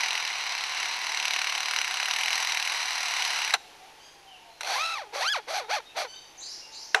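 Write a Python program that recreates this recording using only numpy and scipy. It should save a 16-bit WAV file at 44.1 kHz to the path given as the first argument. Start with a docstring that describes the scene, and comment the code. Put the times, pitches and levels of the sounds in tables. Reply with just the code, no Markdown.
"""An aviary with soft outdoor hiss and a faint hum; close to the microphone a lyrebird mimics power tools.
First a hammer drill: ringing strokes over the buzz of its syrinx, ended at 3.5 s by a sharp knock.
Other birds begin to whistle, far off among the trees. From 4.6 s the lyrebird is a saw that sputters
and revs five times, a gliding whine and rasp shaped by its throat. Two distant trills follow,
then one more close knock at 6.9 s."""
import sys
import numpy as np
from scipy import signal
from scipy.fft import rfft, irfft
from scipy.io import wavfile

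SR = 44100
rng = np.random.default_rng(int(sys.argv[2]) if len(sys.argv) > 2 else 0)


def dump_mix(stems):
    """Bounce the given channels to the path in sys.argv[1] as a 16-bit WAV at rate SR."""
    frames = np.atleast_2d(stems).T  # one column per channel
    limited = np.clip(frames, -1, 1)  # hard clip at full scale
    pcm = np.round(limited * 32767).astype(np.int16)
    wavfile.write(sys.argv[1], SR, pcm)


N = 308700
TIME = np.arange(N) / SR

# outdoor hiss at the microphone: f/Hz, relative spectral level/dB
AIR_SPECTRUM = [(25, -9), (120, -21), (213, -14), (353, -4.5), (632, -5.5), (824, 0), (1230, -9),
                (2570, -6), (5100, -12), (5900, -12), (8470, -25), (9300, -19.5), (11000, -21),
                (14000, -29)]
# lines of the hum: f/Hz, peak level/dB
HUM_LINES = [(33.3, -77), (50, -79), (66.7, -82), (83.3, -84), (100, -85), (116.7, -87), (150, -74)]
# reverberation among the trees: f/Hz, t60/s
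TREE_DECAY = [(300, 0.74), (1000, 0.36), (3000, 0.67), (6000, 0.83), (12000, 0.54)]
# far whistles: t/s, length/s, f/Hz, glide/share of pitch, relative level/dB
FAR_WHISTLES = [(3.619, 0.062, 731, 0.019, -54.5), (3.785, .11, 770, .14, -54),
                (3.832, 0.19, 890, .03, -58.5), (4.084, 0.52, 746, -0.27, -57.5),
                (4.371, 0.17, 912, .02, -57), (4.26, .12, 2940, -.23, -51.5), (4.477, 0.13, 4160, 0, -61),
                (5.588, 0.083, 3704, 0.012, -54), (5.85, .062, 3730, 0.018, -50.5),
                (5.887, .05, 2650, .02, -55), (6.131, 0.061, 3690, 0.08, -51), (6.61, .07, 2800, 0, -54),
                (6.616, 0.34, 895, 0.062, -59.5)]
# far nasal calls: t/s, length/s, f/Hz, glide and arch/share of pitch, relative level/dB
FAR_CALLS = [(3.98, .13, 1610, .06, .06, -54), (6.063, .12, 1530, .047, 0.01905, -45.5)]
# their harmonics, from the fundamental up: relative level/dB
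CALL_HARMONICS = [-11, 0.5, 1.5, -1, -15, -17]
# far rising trills: t/s, length/s, relative level/dB
FAR_TRILLS = [(6.396, .18, -39.5), (6.71, .18, -42.5)]
# the squeak that opens each trill: t/s, length/s, relative level/dB
FAR_SQUEAKS = [(6.368, 0.087, -43), (6.714, 0.058, -48)]
# close knocks and sputters: t/s, level/dB, rise/s, decay/s, pulse rate/Hz, treble edge/Hz,
# relative ring level/dB, ring t60/s
KNOCK_EVENTS = [(3.5376, -10.5, 0.0011, 0.0068, 1001, 5120, -5.5, .06),
                (4.608, -26, 0.0006, 0.0082, 914, 6100, -14, .08),
                (4.632, -23.5, 0.00064, 0.0024, 780, 5130, -18, 0.042),
                (4.646, -28, .0008, .003, 720, 5000, -18, .04),
                (4.672, -26, .0008, .003, 720, 5000, -18, .04),
                (6.9448, -5.5, 0.0026, 0.0025, 790, 3080, -13, 0.17)]
# resonances of windpipe and bill for each sound: f/Hz, width/Hz, relative level/dB
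KNOCK_MODES = [(450, 34, -5.5), (870, 310, -2), (1510, 360, 2.5), (2100, 560, -5), (2670, 620, 0),
               (4030, 740, 1), (5840, 790, -2), (7540, 310, -5.5), (9300, 940, -5), (11200, 3100, -10)]
RING_MODES = [(448, 78, -5.5), (770, 125, 4.5), (990, 200, -5), (1370, 340, -5.5), (1940, 760, -10),
              (2710, 1100, -16), (4100, 500, -24), (6140, 2700, -23.5)]
SAW_MODES = [(789, 136, 7.5), (1320, 770, -2), (2260, 770, 0), (3340, 520, -2.5), (4290, 880, 1),
             (5880, 800, -3), (7780, 870, -17.5), (9390, 450, -13), (11130, 1270, -15.5)]
DRILL_MODES = [(749, 90, -1), (985, 395, -2), (1497, 390, -3), (2103, 800, 1), (2824, 640, -0.5),
               (4030, 610, 2), (4916, 460, -2.5), (5857, 685, 0), (7734, 420, -9.5), (9300, 560, -10),
               (10930, 890, -13), (12450, 1600, -21.5)]
# revs of the saw: start/s, throttle/s, top/s, end/s, coasting/s, idle f/Hz, top f/Hz, squareness of
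# the top, relative level/dB, sag/(dB/s), roughness (0-1) at idle and at the top
SAW_REVS = [(4.612, 4.732, 4.866, 5.135, .143, 728.4, 1336, 4.4, -26.3, 31, .95, .33),
            (5.118, 5.2, 5.315, 5.425, .046, 561, 1720, 2.2, -26.5, 12, .75, .08),
            (5.463, 5.531, 5.58, 5.69, 0.026, 635.7, 857, 1.09, -28, 26, .7, .8),
            (5.675, 5.698, 5.74, 5.82, .041, 541.5, 855, 1.7, -24.5, 48, .35, .48),
            (5.945, 5.965, 5.98, 6.095, .072, 600, 729, 2.77, -26.5, 50, .6, .85)]
# course of the drill: t/s, stroke rate/Hz, relative stroke level/dB, relative rasp level/dB
DRILL_COURSE = [(0.0, 34.87, -20.5, -29.2), (0.1, 43.99, -18.6, -31.1), (0.34, 37.08, -28.3, -31.6),
                (0.64, 33.89, -24.4, -31.9), (0.71, 38.05, -31.5, -31.8), (0.84, 35.6, -21.2, -30.7),
                (0.97, 39.14, -30.9, -32.4), (1.28, 36.62, -16.7, -31.3), (1.63, 37.56, -22.2, -32.7),
                (1.79, 39.16, -17.4, -31.5), (1.85, 29.77, -22.1, -32.2), (2.28, 43.54, -18.4, -30.1),
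                (2.34, 39.28, -18.4, -29.3), (2.4, 44.07, -21.2, -29.8), (2.61, 37.03, -20.1, -31.6),
                (2.69, 44.1, -20.7, -31.0), (2.79, 34.37, -30.2, -29.8), (2.92, 41.94, -25.7, -31.1),
                (3.17, 34.66, -23.8, -29.2), (3.23, 37.03, -21.0, -28.8), (3.54, 32.84, -24.3, -31.1)]

EDGE_HZ = 13850  # top of the microphone's band
STROKE_LEAD_S = .005  # a stroke swells this long before its peak


def amp(db):
    """Decibels to amplitude."""
    return 10 ** (np.asarray(db) / 20)


def unit(x):
    """Scale to rms 1."""
    return x / np.sqrt(np.mean(x ** 2) + 1e-20)


def read(points, hz):
    """A table's value at hz, on a log frequency axis."""
    f, value = np.transpose(points)
    return np.interp(np.log(hz + 1), np.log(f + 1), value)


def add(mix, s, sound):
    """Mix a sound in at s seconds."""
    part = mix[max(round(s * SR), 0):][:len(sound)]
    part += sound[:len(part)]


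def gate(start, end, fade):
    """Open from start to end, with linear fades."""
    return np.clip((TIME - start) / fade, 0, 1) * np.clip((end - TIME) / fade, 0, 1)


def cut(x, order, hz, kind="low"):
    """Low- or high-pass filter."""
    return signal.sosfilt(signal.butter(order, hz, kind, fs=SR, output="sos"), x)


def wander(hz, size=N):
    """Smooth random drift of rms 1, up to about hz."""
    rolloff = np.exp(-(np.fft.rfftfreq(size, 1 / SR) / hz) ** 2)
    return unit(irfft(rfft(rng.standard_normal(size)) * rolloff, size))


def background(air_db=-54, drift_db=1.1):
    """The bed of the place: drifting outdoor hiss and a low steady hum."""
    spectrum = amp(read(AIR_SPECTRUM, np.fft.rfftfreq(N, 1 / SR)))
    air = unit(irfft(rfft(rng.standard_normal(N)) * spectrum, N))
    hum = sum(amp(db) * np.cos(2 * np.pi * hz * TIME) for hz, db in HUM_LINES)
    return air * amp(air_db + drift_db * wander(1.3)) + hum


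def trees(x):
    """Echoes scattered back by the trees, each band dying at its own speed."""
    taps = rng.standard_normal(SR) * (rng.random(SR) < .1) * (TIME[:SR] > .006)
    hz, t, bands = signal.stft(taps, SR, nperseg=256)
    tail = signal.istft(bands * amp(-60 * t / read(TREE_DECAY, hz)[:, None]), SR, nperseg=256)[1]
    return signal.fftconvolve(x, tail / np.linalg.norm(tail))[:N]


def note(length, hz, glide, arch, warble=.016, stack_db=(0,)):
    """A far bird's note: an arched glide that warbles, with the given harmonics."""
    u = np.linspace(-1, 1, int(length * SR))
    pitch = hz * (1 + glide * u / 2 - arch * u ** 2) * (1 + warble * wander(280, SR)[:len(u)])
    phase = 2 * np.pi * np.cumsum(pitch) / SR
    tone = sum(amp(db) * np.sin(k * phase) for k, db in enumerate(stack_db, 1))
    return unit(tone) * signal.windows.tukey(len(u), .5)


def squeak(length, hz=6700, swing_hz=650, swings_per_s=23, warble=.016):
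    """A thin note that swings down and up again."""
    t = np.arange(int(length * SR)) / SR
    pitch = hz + swing_hz * np.cos(2 * np.pi * swings_per_s * t)
    pitch *= 1 + warble * wander(263, SR)[:len(t)]
    return unit(np.sin(2 * np.pi * np.cumsum(pitch) / SR)) * signal.windows.tukey(len(t), .5)


def other_birds():
    """Far from the microphone: pure whistles, nasal calls, and trills that open with a squeak."""
    out = np.zeros(N)
    for s, length, hz, glide, db in FAR_WHISTLES:
        add(out, s, amp(db) * note(length, hz, glide, arch=.0253))
    for s, length, hz, glide, arch, db in FAR_CALLS:
        add(out, s, amp(db) * note(length, hz, glide, arch, stack_db=CALL_HARMONICS))
    for s, length, db in FAR_TRILLS:
        add(out, s, amp(db) * note(length, hz=4980, glide=.44, arch=.07, warble=.072, stack_db=(0, -21)))
    for s, length, db in FAR_SQUEAKS:
        add(out, s, amp(db) * squeak(length))
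    return out


def response(modes, hz):
    """Gain of a set of steep-sided resonances; a small throat radiates no bass."""
    power = sum(amp(db) ** 2 / (1 + ((hz - f) / (.59 * width)) ** 2) ** 2 for f, width, db in modes)
    return np.sqrt(power / (1 + (400 / (hz + 1)) ** 6))


def throat(x, modes, edge_hz=SR, size=4096):
    """Windpipe and bill: a causal filter with those resonances and a treble edge."""
    hz = abs(np.fft.fftfreq(size, 1 / SR))
    log_gain = np.log(response(modes, hz) / np.sqrt(1 + (hz / edge_hz) ** 4) + 1e-4)
    taps = np.fft.ifft(np.exp(np.conj(signal.hilbert(log_gain)))).real[:size // 2]  # minimum phase
    return signal.oaconvolve(x, taps / np.linalg.norm(taps))[:len(x)]


def syrinx(hz):
    """One click for each closing of the syrinx, placed between samples."""
    turns = np.cumsum(hz) / SR
    at = np.flatnonzero(np.diff(np.floor(turns)) > 0)
    late = (np.ceil(turns[at]) - turns[at]) * SR / hz[at]
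    out = np.zeros(len(hz))
    out[at], out[at + 1] = 1 - late, late
    return unit(out)


def knocks(noisy=.66, ring_rise_s=.0073, ceiling=.9):
    """A few violent pulses swell and die within milliseconds, and leave a dull ring."""
    t, out = np.arange(SR // 4) / SR, np.zeros(N)
    for s, db, rise, decay, hz, edge_hz, ring_db, ring_t60 in KNOCK_EVENTS:
        swell = np.minimum(t / rise, 1) * np.exp(-np.maximum(t - rise, 0) / decay)
        pulses = syrinx(hz * (1 + .603 * np.exp(-t / .002086)))
        burst = (1 - noisy) * pulses + noisy * rng.standard_normal(len(t))
        ring_shape = (1 - np.exp(-t / ring_rise_s)) * amp(-60 * t / ring_t60)
        ring = throat(rng.standard_normal(len(t)) * ring_shape, RING_MODES)
        add(out, s, amp(db) * (throat(burst * swell, KNOCK_MODES, edge_hz) + amp(ring_db) * ring))
    rounded = ceiling * np.tanh(out / ceiling)  # the hardest peaks round off
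    return cut(rounded, 4, 270, "high")


def rev(start, throttle, top, end, coast_s, idle_hz, top_hz, hold, db, sag_db, idle_rough, top_rough,
        rest_hz=406, spin_up_s=.04, attack_s=.022, release_s=.036, idle_db=-1.5, opening_s=.021):
    """Pitch, level and roughness of one rev: it spins up, climbs under throttle, coasts and weakens."""
    spin = np.clip((TIME - start) / spin_up_s, 0, 1)
    to_go = np.clip((top - TIME) / max(top - throttle, 1 / SR), 0, 1)
    climb = 1 - to_go ** (1 + .22 * hold)  # a rev that holds its top also eases into it
    coast = np.exp(-(np.maximum(TIME - top, 0) / coast_s) ** hold)
    hz = rest_hz + ((idle_hz - rest_hz) * spin + (top_hz - idle_hz) * climb) * coast
    fade = np.clip(np.minimum((TIME - start) / attack_s, (end - TIME) / release_s), 0, 1)
    driven_s = np.clip(TIME - throttle, 0, end - throttle)
    effort_db = db + idle_db * np.exp(-driven_s / opening_s) - sag_db * driven_s
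    stall_db = -15 * (rest_hz / hz) ** 3.95  # level lost at low speed
    driven_rough = idle_rough + (top_rough - idle_rough) * climb
    rough = driven_rough * coast + .28 * (1 - coast)
    return hz, effort_db + stall_db + 20 * np.log10(fade + 1e-6), rough


def motor():
    """The revs in a row: the loudest at each moment has the voice."""
    revs = np.array([rev(*row) for row in SAW_REVS])
    loudest = revs[:, 1].argmax(0)
    return revs[loudest, :, np.arange(N)].T


def overtones(turns, hz, slope_db=-6):
    """The saw's upper harmonics, weighted by the throat as they glide through it."""
    orders, grid = np.arange(2, 22)[:, None], np.arange(0, SR, 20)
    on = (TIME > 4.6) & (TIME < 6.12)  # while the saw runs
    gains = np.interp(orders * hz[on], grid, response(SAW_MODES, grid))
    gains *= amp(slope_db * np.log2(orders)) * (orders * hz[on] < EDGE_HZ)
    out = np.zeros(N)
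    out[on] = (gains * np.cos(2 * np.pi * orders * turns[on])).sum(0) / np.sqrt((gains ** 2).sum(0) / 2)
    return out


def saw(level_db=.5, tone_db=-2.8, whine_db=-1, half_db=-9, flutter_hz=68, flutter_db=4, bright_db=-31):
    """A gliding harmonic whine; when rough it stumbles and breaks into a rasp, puffed once a cycle."""
    hz, effort_db, rough = motor()
    effort_db = effort_db + level_db
    rough = np.clip(rough, .02, .98)
    stumble = .022 * wander(130) + .15 * rough ** 1.5 * np.minimum(700 / hz, 1) * wander(400)
    turns = np.cumsum(hz * (1 + stumble)) / SR
    flutter = np.sin(2 * np.pi * np.cumsum(flutter_hz * (1 + .0985 * wander(30.7))) / SR)
    flutter *= 1 - .91 * gate(4.52, 6.5, .21)  # strongest as the saw starts up
    puffs = rng.standard_normal(N) * (.29 + np.exp(-(turns % 1) / .32)) * amp(flutter_db * flutter)
    rasp = unit(throat(puffs, SAW_MODES))
    swell_db = 1.5 * np.exp(-((hz - 820) / 47) ** 2)  # gliding through the lowest throat resonance
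    bass_loss_db = 10 * np.log10(1 + (470 / hz) ** 4)
    shimmer_db = 3 * (np.sqrt(rough) * wander(130) - rough)
    fundamental = np.sqrt(2) * np.sin(2 * np.pi * turns)
    fundamental *= amp(tone_db + swell_db - bass_loss_db + shimmer_db)
    whine = overtones(turns, hz) * unit(amp(3 * wander(150) + 1.5 * flutter))
    # at high pitch, strong and weak cycles alternate: lines halfway between the harmonics
    halves = sum(np.sin(np.pi * k * turns) for k in (1, 3, 5))
    halves *= (1 + flutter) * rough * np.clip(hz / 400 - 2, 0, 1)
    upper = amp(whine_db) * np.sqrt(1 - rough) * whine + rough ** .8 * rasp + amp(half_db) * halves
    push = np.minimum(amp(effort_db - bright_db), 1)  # soft notes are dull
    voice = fundamental + push * upper + (1 - push) * 1.4 * cut(upper, 1, 2000)
    return cut(voice * amp(effort_db) * gate(SAW_REVS[0][0], 7, fade=.1), 4, 340, "high")


def stroke(hz, db, bend_s=.0007, rise_s=.0013, fall_s=.001, chirp_db=-6, spit_db=-9, spit_s=.0018):
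    """One drill stroke: a ringing note swells, flicks upward and snaps off in a spit of noise."""
    t = np.arange(-STROKE_LEAD_S, .01, 1 / SR)
    glide = np.minimum(hz * (.9 + .25 * np.exp(t / bend_s)), 6100)
    chirp = np.sin(2 * np.pi * (np.cumsum(glide) / SR + rng.random()))
    chirp *= np.exp(np.minimum(t / rise_s, -t / fall_s))
    spit = signal.lfilter([1, -.15], 1, rng.standard_normal(len(t)))
    spit *= np.exp(np.minimum(2 * t / bend_s, -t / spit_s))
    # even soft strokes spit: the noise follows the strength only in part
    return amp(db + chirp_db) * chirp + amp(.6 * db + spit_db) * spit


def hammering(rate, level_db, rebound_s=.0045, rebound_db=-7, spread_db=1.2, deep_hz=1300):
    """A train of uneven strokes, each with a weaker rebound."""
    beat = np.cumsum(rate) / SR - .28
    ring_hz = 2399 + 28 * (level_db + 22)  # harder strokes ring higher
    out = np.zeros(N)
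    for at in np.flatnonzero((np.diff(np.floor(beat)) > 0) & (TIME[1:] < 3.52)):
        start = at / SR - STROKE_LEAD_S
        for delay, db in ((0, 0), (rebound_s, rebound_db)):
            size, colour = rng.standard_normal(2)
            hit = stroke(ring_hz[at] * np.exp(.109 * colour), level_db[at] + .6 + spread_db * size)
            add(out, start + delay, amp(db) * hit)
        if 1.38 < TIME[at] < 2.15:  # midway through, a deeper note knocks along with each stroke
            add(out, start, stroke(deep_hz * rng.uniform(.88, 1.12), level_db[at] - 3, spit_db=-60))
    return out


def drill(buzz_hz=950, jitter=.22, breathy=.53, rasp_db=-.7, end_s=3.54, bill_opens_s=(.48, 2.4)):
    """Hammering over a duller chaotic buzz of the syrinx; the bill widens and lets out more treble."""
    s, *columns = np.transpose(DRILL_COURSE)
    rate, level_db, bed_db = (np.interp(TIME, s, column) for column in columns)
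    strokes = hammering(rate, level_db)
    buzz = syrinx(buzz_hz * np.exp(jitter * wander(500)))
    breath = rng.standard_normal(N)
    rasp = unit(((1 - breathy) * buzz + breathy * breath) * amp(1.5 * wander(200)))
    rasp = cut(rasp, 1, 7000) * amp(bed_db + rasp_db) * gate(-1, end_s, .0032)
    voice = throat(strokes + rasp, DRILL_MODES)
    treble = signal.sosfiltfilt(signal.butter(2, 6500, "high", fs=SR, output="sos"), voice)
    treble_db = np.interp(TIME, bill_opens_s, (-3, .8))
    return voice + treble * (amp(treble_db) - 1)


def scene(near_wet_db=-26, far_dry_db=-3, far_wet_db=-3):
    """One microphone in the aviary: the lyrebird close and dry, the other birds far and echoing."""
    near, far = drill() + saw() + knocks(), other_birds()
    echoes = trees(amp(near_wet_db) * near + amp(far_wet_db) * far)
    return (near + amp(far_dry_db) * far + echoes + background())[None]


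def record(dry):
    """The microphone's band ends steeply at EDGE_HZ."""
    taps = signal.firwin(201, EDGE_HZ, window=("kaiser", 9), fs=SR)
    return signal.oaconvolve(dry, taps[None], "same")


dry = scene()
out = record(dry)
dump_mix(out)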